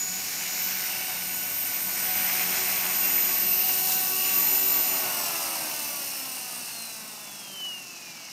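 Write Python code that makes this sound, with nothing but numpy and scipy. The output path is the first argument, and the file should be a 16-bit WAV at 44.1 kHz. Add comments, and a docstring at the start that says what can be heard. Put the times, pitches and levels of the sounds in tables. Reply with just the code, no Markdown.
"""A small electric model helicopter over a grass field, its hum, chop and gear whine in step with one head
speed. First it hovers and drifts closer: blade-pass tones, chopped noise, rattling teeth and singing mesh
lines. A squeak comes next, then crackling noise as the skids brush the grass at touchdown. At the throttle cut
the whine lets go and the rotors run down through a wake growl, with a brief falling gear tone and more squeaks.
Alongside, a faster-falling tone of the coasting drive sweeps through the frame's resonances."""
import sys
import numpy as np
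from scipy import signal
from scipy.fft import rfft, irfft, next_fast_len
from scipy.io import wavfile
from scipy.ndimage import uniform_filter1d

SR = 44100
rng = np.random.default_rng(int(sys.argv[2]) if len(sys.argv) > 2 else 0)


def wav_out(sig):
    """Save sig, one row per channel (or a flat mono array), as 16-bit PCM at SR to the path in sys.argv[1]."""
    wavfile.write(sys.argv[1], SR, np.round(np.clip(np.atleast_2d(sig).T, -1, 1) * 32767).astype(np.int16))


N = 366912
TIME = np.arange(N) / SR
CUT_S = 4.99  # the throttle is cut
TAIL_RATIO = 8.16  # tail blade passes per main rotor turn
# source levels hold at this head speed and at the landing spot
FULL_SPEED_HZ = 46
# level change per tenfold change in speed
BLADE_SLOPE_DB, AIR_SLOPE_DB, WASH_SLOPE_DB, DRIVE_SLOPE_DB = 44.5, 47.5, 33, 45


def undb(db):
    """Decibels to gain."""
    return 10 ** (np.asarray(db) / 20)


def curves(table):
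    """The columns of a table after its times, joined by straight lines."""
    times, *columns = np.transpose(table)
    return [np.interp(TIME, times, column) for column in columns]


def unit(x):
    """Scale to rms 1."""
    return x / np.sqrt(np.mean(x ** 2))


def noise():
    """White noise."""
    return rng.standard_normal(N)


def walk(rate):
    """Smooth random wander of rms 1, turning about `rate` times a second."""
    hold = max(int(SR / rate), 2)
    steps = np.repeat(rng.standard_normal(N // hold + 1), hold)
    smooth = uniform_filter1d(uniform_filter1d(steps, hold), hold)
    return unit(smooth[:N])


def through(x, points):
    """Filter x by a response of (pitch_hz, level_db) points, silent beyond its ends."""
    hz, db = np.transpose(points)
    size = next_fast_len(N + 4096)
    f = np.maximum(np.arange(size // 2 + 1) * SR / size, 1)
    gain = undb(np.interp(np.log(f), np.log(hz), db, left=-np.inf, right=-np.inf))
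    return irfft(rfft(x, size) * gain, size)[:N]


def colour(x, points):
    """Filter x by (pitch_hz, level_db) points, then scale to rms 1."""
    return unit(through(x, points))


def sine(cycles):
    """A tone of rms 1 along a running phase in cycles, from a random start."""
    return np.sqrt(2) * np.sin(2 * np.pi * (cycles + rng.random()))


def throb(cycles, depth):
    """Gain that swells once a cycle, with mean power 1."""
    return unit(1 + depth * np.cos(2 * np.pi * (cycles + rng.random())))


def since_cut():
    """Seconds since the throttle was cut, zero before."""
    return np.maximum(TIME - CUT_S, 0)


def run_down(start_hz, drag, friction):
    """Speed of a freewheeling shaft that loses drag * speed ** 2 + friction Hz every second."""
    knee = np.sqrt(friction / drag)
    return knee * np.tan(np.arctan(start_hz / knee) - drag * knee * since_cut())


# main rotor speed held by the governor until the cut: [start_s, speed_hz]
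HEAD_SPEED = [(0, 45.75), (.3, 45.64), (.75, 45.85), (1.5, 45.41), (2.15, 45.71), (2.75, 45.78),
              (3.45, 45.65), (3.95, 46.0), (4.12, 45.97), (4.3, 46.51), (4.7, 47.1), (4.88, 46.78),
              (4.99, 46.4)]
ROTOR_DRAG, ROTOR_FRICTION_HZ_PER_S = .00582, 2.28


def head_speed():
    """Governed rotor speed in Hz, then a run-down under air drag (speed squared) and steady friction."""
    governed_hz, = curves(HEAD_SPEED)
    falling_hz = run_down(governed_hz[-1], ROTOR_DRAG, ROTOR_FRICTION_HZ_PER_S)
    return np.where(TIME < CUT_S, governed_hz, falling_hz)


# the helicopter drifts closer: [start_s, distance_m]
DISTANCE = [(0, 6.2), (1.3, 5.84), (2.4, 4.3), (3.0, 4.26)]


def approach():
    """Gain inverse to the distance, 1 at the landing spot."""
    distance_m, = curves(DISTANCE)
    return distance_m[-1] / distance_m


# tint of the outdoor floor: [pitch_hz, level_db]
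FIELD_TINT = [(20, -17), (50, -21), (80, -34), (130, 1), (220, 5), (450, -4), (1500, -16), (5400, -23),
              (8000, -30), (16000, -34)]
FIELD_DB = -58.5


def field():
    """A faint outdoor floor of tinted noise, its level gently wandering."""
    return undb(FIELD_DB + 1.0 * walk(3.32)) * colour(noise(), FIELD_TINT)


def rotor(cycles, harmonics_db, flutter_db, flutter_rate, odd_db=0):
    """Blade-pass harmonics; gusty inflow shakes their levels one by one."""
    out = 0
    for k, db in enumerate(harmonics_db, 1):
        level_db = db + k % 2 * odd_db + flutter_db * walk(flutter_rate)
        out = out + undb(level_db) * sine(k * cycles)
    return out


# thrust hum, fading as the weight comes off, and slap: [start_s, hum_db, slap_db]
MAIN_LEVELS = [(0, -45.5, -51), (1.2, -42, -48.5), (1.9, -44, -48), (2.6, -40.5, -43.5), (3.4, -46.5, -45),
               (3.95, -46, -48.5), (4.5, -46.5, -43.3), (5.25, -48.5, -45), (5.9, -66, -46.5),
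               (7.0, -64, -50.5)]
# main rotor mix, one entry per blade-pass multiple from 1 up: [level_db]
HUM_HARMONICS = [-18.5, -2]
SLAP_HARMONICS = [-28, -25, -4.5, -8, -5.5, -8, -6, -6, -7.5, -8, -13, -10.5, -14, -14.5, -18.5, -14, -18]
# tail rotor correcting the heading: [start_s, level_db, odd_harmonics_db, second_harmonic_db]
TAIL_LEVELS = [(0, -41, -6, -3.5), (1.0, -38, -13.5, -3.5), (1.85, -41, -17, -5.5), (2.2, -39.5, -9.5, 7.5),
               (2.8, -47.5, 7, 0.5), (3.55, -46.5, 3, 2.5), (3.9, -42.5, 1, 8), (4.4, -42.5, 3.5, 1),
               (5.6, -40, -0.5, -1), (7.0, -42.5, 4.5, -5), (8.32, -39.5, -3.5, -3)]
# tail rotor mix before the odd and second trims, per blade-pass multiple: [level_db]
TAIL_HARMONICS = [-5, -5.5, -7.5, -7.5, -9, -9, -12, -10, -9, -10, -11, -14, -15, -15, -16, -17, -17, -18]
# blade tones meeting their bounce off the ground, with a notch near 480 Hz: [pitch_hz, level_db]
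GROUND_BOUNCE = [(20, -19), (90, -2), (190, -7), (380, -5.5), (470, -9), (560, -5), (740, -3), (1100, -2),
                 (1500, -1.5), (2200, -5), (2750, 5.5), (3250, -8.5), (4200, 0), (5400, -1), (7000, 8)]


def blades(turns, speed):
    """The two-blade main rotor hums and slaps; the geared-up tail rotor buzzes above it."""
    hum_db, slap_db = curves(MAIN_LEVELS)
    tail_db, odd_db, second_db = curves(TAIL_LEVELS)
    tail_harmonics_db = [TAIL_HARMONICS[0], TAIL_HARMONICS[1] + second_db, *TAIL_HARMONICS[2:]]
    hum = rotor(2 * turns, HUM_HARMONICS, flutter_db=2.8, flutter_rate=12)
    slap = rotor(2 * turns + .005 * walk(12), SLAP_HARMONICS, flutter_db=2.6, flutter_rate=10)
    # the tail runs on a stretchy belt, so its phase wanders
    tail_cycles = TAIL_RATIO * turns + .025 * walk(9) + .01 * walk(70)
    tail = rotor(tail_cycles, tail_harmonics_db, flutter_db=2.6, flutter_rate=16, odd_db=odd_db)
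    # it cuts through the wake of each main blade
    tail = tail * throb(2 * turns, depth=.25)
    tones = undb(hum_db) * hum + undb(slap_db) * slap + undb(tail_db) * tail
    return through(tones, GROUND_BOUNCE) * undb(BLADE_SLOPE_DB * np.log10(speed))


# blade swish and tip vortex hiss over time: [start_s, level_db]
SWISH_LEVEL = [(0, -49.5), (1.0, -42.5), (1.3, -47.5), (2.4, -43), (3.05, -43.5), (3.4, -46), (3.9, -44.5),
               (4.15, -48.5), (5.25, -40.5), (6.2, -42.5), (8.32, -38.5)]
VORTEX_LEVEL = [(0, -41), (.3, -37.3), (.8, -34.5), (1.35, -39), (1.9, -38.5), (2.15, -33), (2.65, -34.5),
                (3.3, -37.5), (3.7, -41.5), (4.12, -46), (4.3, -41), (5.3, -40.5), (7.2, -43), (8.1, -36.5)]
# tints of low wash, swish (and growl), vortex hiss: [pitch_hz, level_db]
WASH_TINT = [(20, -18), (45, -23), (80, -11.5), (130, -2.5), (220, 0.5), (330, -2.5), (480, -7.5),
             (700, -22)]
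SWISH_TINT = [(350, -62), (550, -5.5), (720, 0), (900, -1.5), (1200, -4.5), (1500, -6), (2000, -37)]
VORTEX_TINT = [(1000, -18), (1500, 2.5), (1900, 4.5), (2250, 9), (2550, 5.5), (3100, 1), (3600, -4.5),
               (5000, -9)]
WASH_DB = -51
# the growl swells and fades around WAKE_S
WAKE_S, WAKE_LENGTH_S, WAKE_DB = 5.45, .6, -41.5


def air(turns, speed):
    """Low wash under turbulence chopped at the blade-pass rates; after the cut the rotor's own wake growls."""
    swish_db, = curves(SWISH_LEVEL)
    vortex_db, = curves(VORTEX_LEVEL)
    wash = colour(noise(), WASH_TINT) * undb(WASH_DB + WASH_SLOPE_DB * np.log10(speed))
    swish_chop = throb(2 * turns, depth=0.43) * throb(TAIL_RATIO * turns, depth=0.5)
    swish = colour(noise() * swish_chop, SWISH_TINT)
    vortex_chop = throb(2 * turns, depth=0.26) * throb(TAIL_RATIO * turns, depth=0.5)
    vortex = colour(noise() * vortex_chop, VORTEX_TINT)
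    growl = colour(rotor(2 * turns, np.zeros(15), flutter_db=3, flutter_rate=10), SWISH_TINT)
    in_wake = undb(WAKE_DB) * np.exp(-((TIME - WAKE_S) / WAKE_LENGTH_S) ** 2)
    gusts_db = 1.0 * walk(35)
    chop = undb(swish_db + gusts_db) * swish + undb(vortex_db + gusts_db) * vortex + in_wake * growl
    return wash + chop * undb(AIR_SLOPE_DB * np.log10(speed))


def teeth(turns, count=340):
    """Tooth errors: one random pattern that comes back every turn and is much alike every half turn."""
    orders = np.arange(count)
    strength = np.where(orders % 2, .45, 1) * (orders > 0)
    pattern = irfft(strength * np.exp(2j * np.pi * rng.random(count)), 2 ** 14)
    position = (turns % 1 * len(pattern)).astype(int)
    return unit(pattern[position])


# drive train noises: [start_s, rattle_db, belt_hiss_db, tooth_sizzle_db]
DRIVE_LEVELS = [(0, -34, -44, -36.5), (.45, -32.5, -38.5, -34.7), (.65, -32.5, -44, -36.5),
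                (.86, -34, -36.3, -40), (1.3, -37.5, -37, -41.3), (2.5, -34.5, -36, -40.6),
                (3.35, -36, -37.5, -42), (3.85, -35.5, -35, -38.5), (4.95, -36.5, -37.5, -40.2),
                (5.45, -34, -35, -34.5), (6.85, -33, -34, -35), (7.05, -34.5, -37.5, -37),
                (7.7, -33.5, -37, -37.5), (8.2, -29.5, -38, -38.7)]
# the frame's ring: [start_s, level_db]
FRAME_LEVEL = [(0, -54), (.65, -50), (.92, -36.5), (1.9, -52), (2.6, -45.5), (3.3, -45), (3.6, -37),
               (4.1, -41.5), (4.25, -33.5), (4.43, -40.5), (6.55, -37), (7.1, -39.5), (8.32, -33)]
# screech around the upper whine: [start_s, level_over_sizzle_db]
SCREECH_LEVEL = [(.45, -19), (.8, 1), (1.5, 3), (3, 8.5), (4.9, 4), (5.1, 5), (5.5, -2), (6, 4), (6.6, -3)]
# tints of the drive train noises: [pitch_hz, level_db]
FRAME_TINT = [(1900, -35), (2400, -11), (2700, 8), (2950, 3), (3200, -13), (3700, -10), (4600, -4.5),
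              (5350, -2), (6200, -7), (7200, -50)]
RATTLE_TINT = [(2500, -2), (3250, -27), (3450, -1.5), (3650, -13.5), (3950, -0.5), (4400, -2.5), (5400, 4),
               (6400, 2.5), (7200, -1.5), (7700, -2.5), (8600, -20)]
BELT_TINT = [(6500, -30), (7300, -30), (7800, -1.5), (8400, 4.5), (9000, 8), (9700, 7), (10500, -13.5),
             (12000, -37)]
SIZZLE_TINT = [(9500, -13.5), (10600, -6), (11200, -3.5), (12000, 1), (12800, -0.5), (14100, -1),
               (14600, -1.5), (15100, -5), (15800, -12)]
SCREECH_TINT = [(12200, -20), (13000, -5), (13500, -7), (14100, -4), (14450, -9), (14800, -14)]
# weaker lines of the uneven gears: [head_speed_multiple]
MESH_ORDERS = [50, 60, 102, 106, 122, 130, 140, 144, 158, 180, 202, 210, 288, 298, 302, 312, 318]
# their levels, before load and flutter: [level_over_rattle_db]
MESH_LEVELS = [-19, -18, -20, -18, -19, -16, -20, -20, -20, -19, -19, -18, -14, -16, -12, -18, -22]
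# the gears unload at the cut: load shares (0-1) and release time
DRIVEN_LOAD, COASTING_LOAD, UNLOAD_S = 0.7, 0.31, 0.27


def drive_train(turns, speed):
    """Teeth, belt and bearings rattle the frame, more regularly under load and more loosely without it."""
    rattle_db, belt_db, sizzle_db = curves(DRIVE_LEVELS)
    frame_db, = curves(FRAME_LEVEL)
    screech_db, = curves(SCREECH_LEVEL)
    load = COASTING_LOAD + (DRIVEN_LOAD - COASTING_LOAD) * np.exp(-since_cut() / UNLOAD_S)
    regular = np.clip(.27 * load, 0, 1)
    errors = teeth(turns)
    loose = noise() * undb(0.88 * walk(900))
    contact = np.sqrt(regular) * errors + np.sqrt(1 - regular) * loose
    # the frame keeps ringing to the gear pattern even while it coasts
    ring = colour((noise() + 0.24 * errors) * throb(2 * turns, depth=0.083), FRAME_TINT)
    # the blades shake the frame as they pass
    shake = throb(turns, depth=.1) * throb(2 * turns, depth=.09) * throb(TAIL_RATIO * turns, depth=.12)
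    rattle = colour(contact * shake, RATTLE_TINT) * undb(.5 * walk(25))
    belt = colour(contact * shake, BELT_TINT) * undb(0.9 * walk(25.05))
    # sliding tooth flanks hiss up high, with a screech around the upper whine
    tight = np.clip(.6 * load, 0, 1)
    scrape = np.sqrt(tight) * errors + np.sqrt(1 - tight) * noise()
    screech = colour(scrape * shake, SCREECH_TINT)
    sizzle = colour(contact * shake, SIZZLE_TINT) + undb(screech_db) * screech
    lines = 0
    for order, db in zip(MESH_ORDERS, MESH_LEVELS):
        lines = lines + undb(db + 2.2 * walk(14)) * sine(order * turns + .025 * walk(40))
    parts = undb(frame_db) * ring + undb(rattle_db) * (rattle + load * lines)
    parts = parts + undb(belt_db) * belt + undb(sizzle_db) * sizzle
    return parts * undb(DRIVE_SLOPE_DB * np.log10(speed))


# gear whine, swelling as the machine turns and tilts:
# [start_s, mesh_db, lower_sideband_db, double_mesh_db, upper_sidebands_db]
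WHINE_LEVELS = [(0, -29.5, -49, -49, -54), (.3, -37.5, -51, -50, -49), (.5, -35, -50, -49, -50),
                (.62, -38.5, -44, -47, -30), (1.0, -53, -40, -44, -37), (1.35, -39, -41, -36, -39.5),
                (1.6, -46, -46, -28, -43), (1.8, -45, -47, -34, -43), (2.15, -44.5, -42, -29.5, -39),
                (2.88, -42, -49, -35, -44), (3.1, -37, -40, -25.5, -39), (3.35, -38.5, -30, -28.5, -39),
                (3.55, -55, -30, -27, -39), (3.75, -42, -35, -29, -44), (4.08, -42, -41, -34, -50),
                (4.4, -36, -23.5, -32, -55), (4.75, -36.5, -26, -31, -43), (5.0, -40.5, -31, -36, -50)]
# strongest mesh lines, one group for each level above: [head_speed_multiples]
WHINE_ORDERS = [
    [150],
    [292],
    [300],
    [308, 310],
]
WHINE_RELEASE_S = .04


def whine(turns):
    """The 150-tooth main gear sings at its mesh rate and around twice that; run-out throbs and roughens it."""
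    runout = throb(turns, depth=.33) * throb(2 * turns, depth=.24)
    out = 0
    for orders, db in zip(WHINE_ORDERS, curves(WHINE_LEVELS)):
        for order in orders:
            # backlash jitters the phase, the more the higher the order
            jitter = .055 * walk(60) + .055 * walk(400)
            slip = jitter * np.sqrt(order / np.max(WHINE_ORDERS[-1]))
            flutter_db = 1.7 * walk(50) + 1.2 * walk(9)
            out = out + undb(db + flutter_db) * sine(order * turns + slip)
    return out * runout * np.exp(-since_cut() / WHINE_RELEASE_S)


# short squeaks, and at 5.26 s a brief falling gear tone: [centre_s, length_s, pitch_hz, glide_hz_per_s,
# level_db]
GLIDES = [(3.05, .035, 2740, 0, -38), (5.26, .08, 5550, -1750, -40), (6.2, .025, 14200, -3000, -45),
          (7.4, .028, 5320, -700, -47)]


def glides():
    """Brief squeaks and one short gear tone, most of them falling: gliding tones with a jittered phase under
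    bell-shaped swells."""
    out = 0
    for centre_s, length_s, hz, glide, db in GLIDES:
        t = TIME - centre_s
        cycles = hz * t + glide * t ** 2 / 2 + 0.074 * walk(200)
        out = out + undb(db) * np.exp(-(t / length_s) ** 2) * sine(cycles)
    return out


# skids brushing the grass: [centre_s, length_s, level_db]
SKIDS = [(3.72, 0.067, -36.5), (3.91, 0.056, -31.5)]


def skids():
    """Dry grass crackles softly under the skids at touchdown: noise of jumpy level in bell-shaped swells."""
    touch = sum(undb(db) * np.exp(-((TIME - centre_s) / length_s) ** 2) for centre_s, length_s, db in SKIDS)
    crackle = noise() * undb(5 * walk(1500))
    return touch * colour(crackle, [(1500, -18), (4000, 1), (7000, 4), (10000, -2), (15500, -12)])


# frame resonances that the coasting tone sweeps through: [pitch_hz, width_hz, level_db]
COAST_MODES = [(7850, 500, -42), (5880, 400, -46), (5320, 280, -46), (4570, 200, -56), (4180, 300, -45.5),
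               (3500, 99, -63), (2950, 187, -33), (2450, 520, -52.5)]
COAST_START_HZ, COAST_DRAG, COAST_FRICTION_HZ_PER_S = 8640, 3.782e-5, 978
COAST_ATTACK_S = .2


def coast():
    """The unpowered drive's tone falls faster than the rotors, swelling at frame resonances, rougher while fast."""
    hz = run_down(COAST_START_HZ, COAST_DRAG, COAST_FRICTION_HZ_PER_S)
    gain = sum(undb(db) / (1 + (2 * (hz - centre) / width) ** 2) for centre, width, db in COAST_MODES)
    attack = np.minimum(since_cut() / COAST_ATTACK_S, 1)  # silent until the cut
    slip = 0.056 * walk(80) * hz / hz.max()
    return attack * gain * undb(1.2 * walk(30)) * sine(np.cumsum(hz) / SR + slip)


def scene():
    """The helicopter in the open over a faint outdoor floor, the same in both channels."""
    head_hz = head_speed()
    speed = head_hz / FULL_SPEED_HZ
    # the head speed hunts very slightly
    turns = np.cumsum(head_hz) / SR + .0003 * walk(14)
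    helicopter = blades(turns, speed) + air(turns, speed) + drive_train(turns, speed) + whine(turns)
    helicopter = helicopter + glides() + skids() + coast()
    mono = helicopter * approach() + field()
    return np.array([mono, mono])


TOP_HZ = 15650


def record(dry):
    """The recorder cuts the top steeply, with an elliptic low-pass."""
    return signal.sosfilt(signal.ellip(12, .2, 80, TOP_HZ, fs=SR, output="sos"), dry)


dry = scene()
out = record(dry)
wav_out(out)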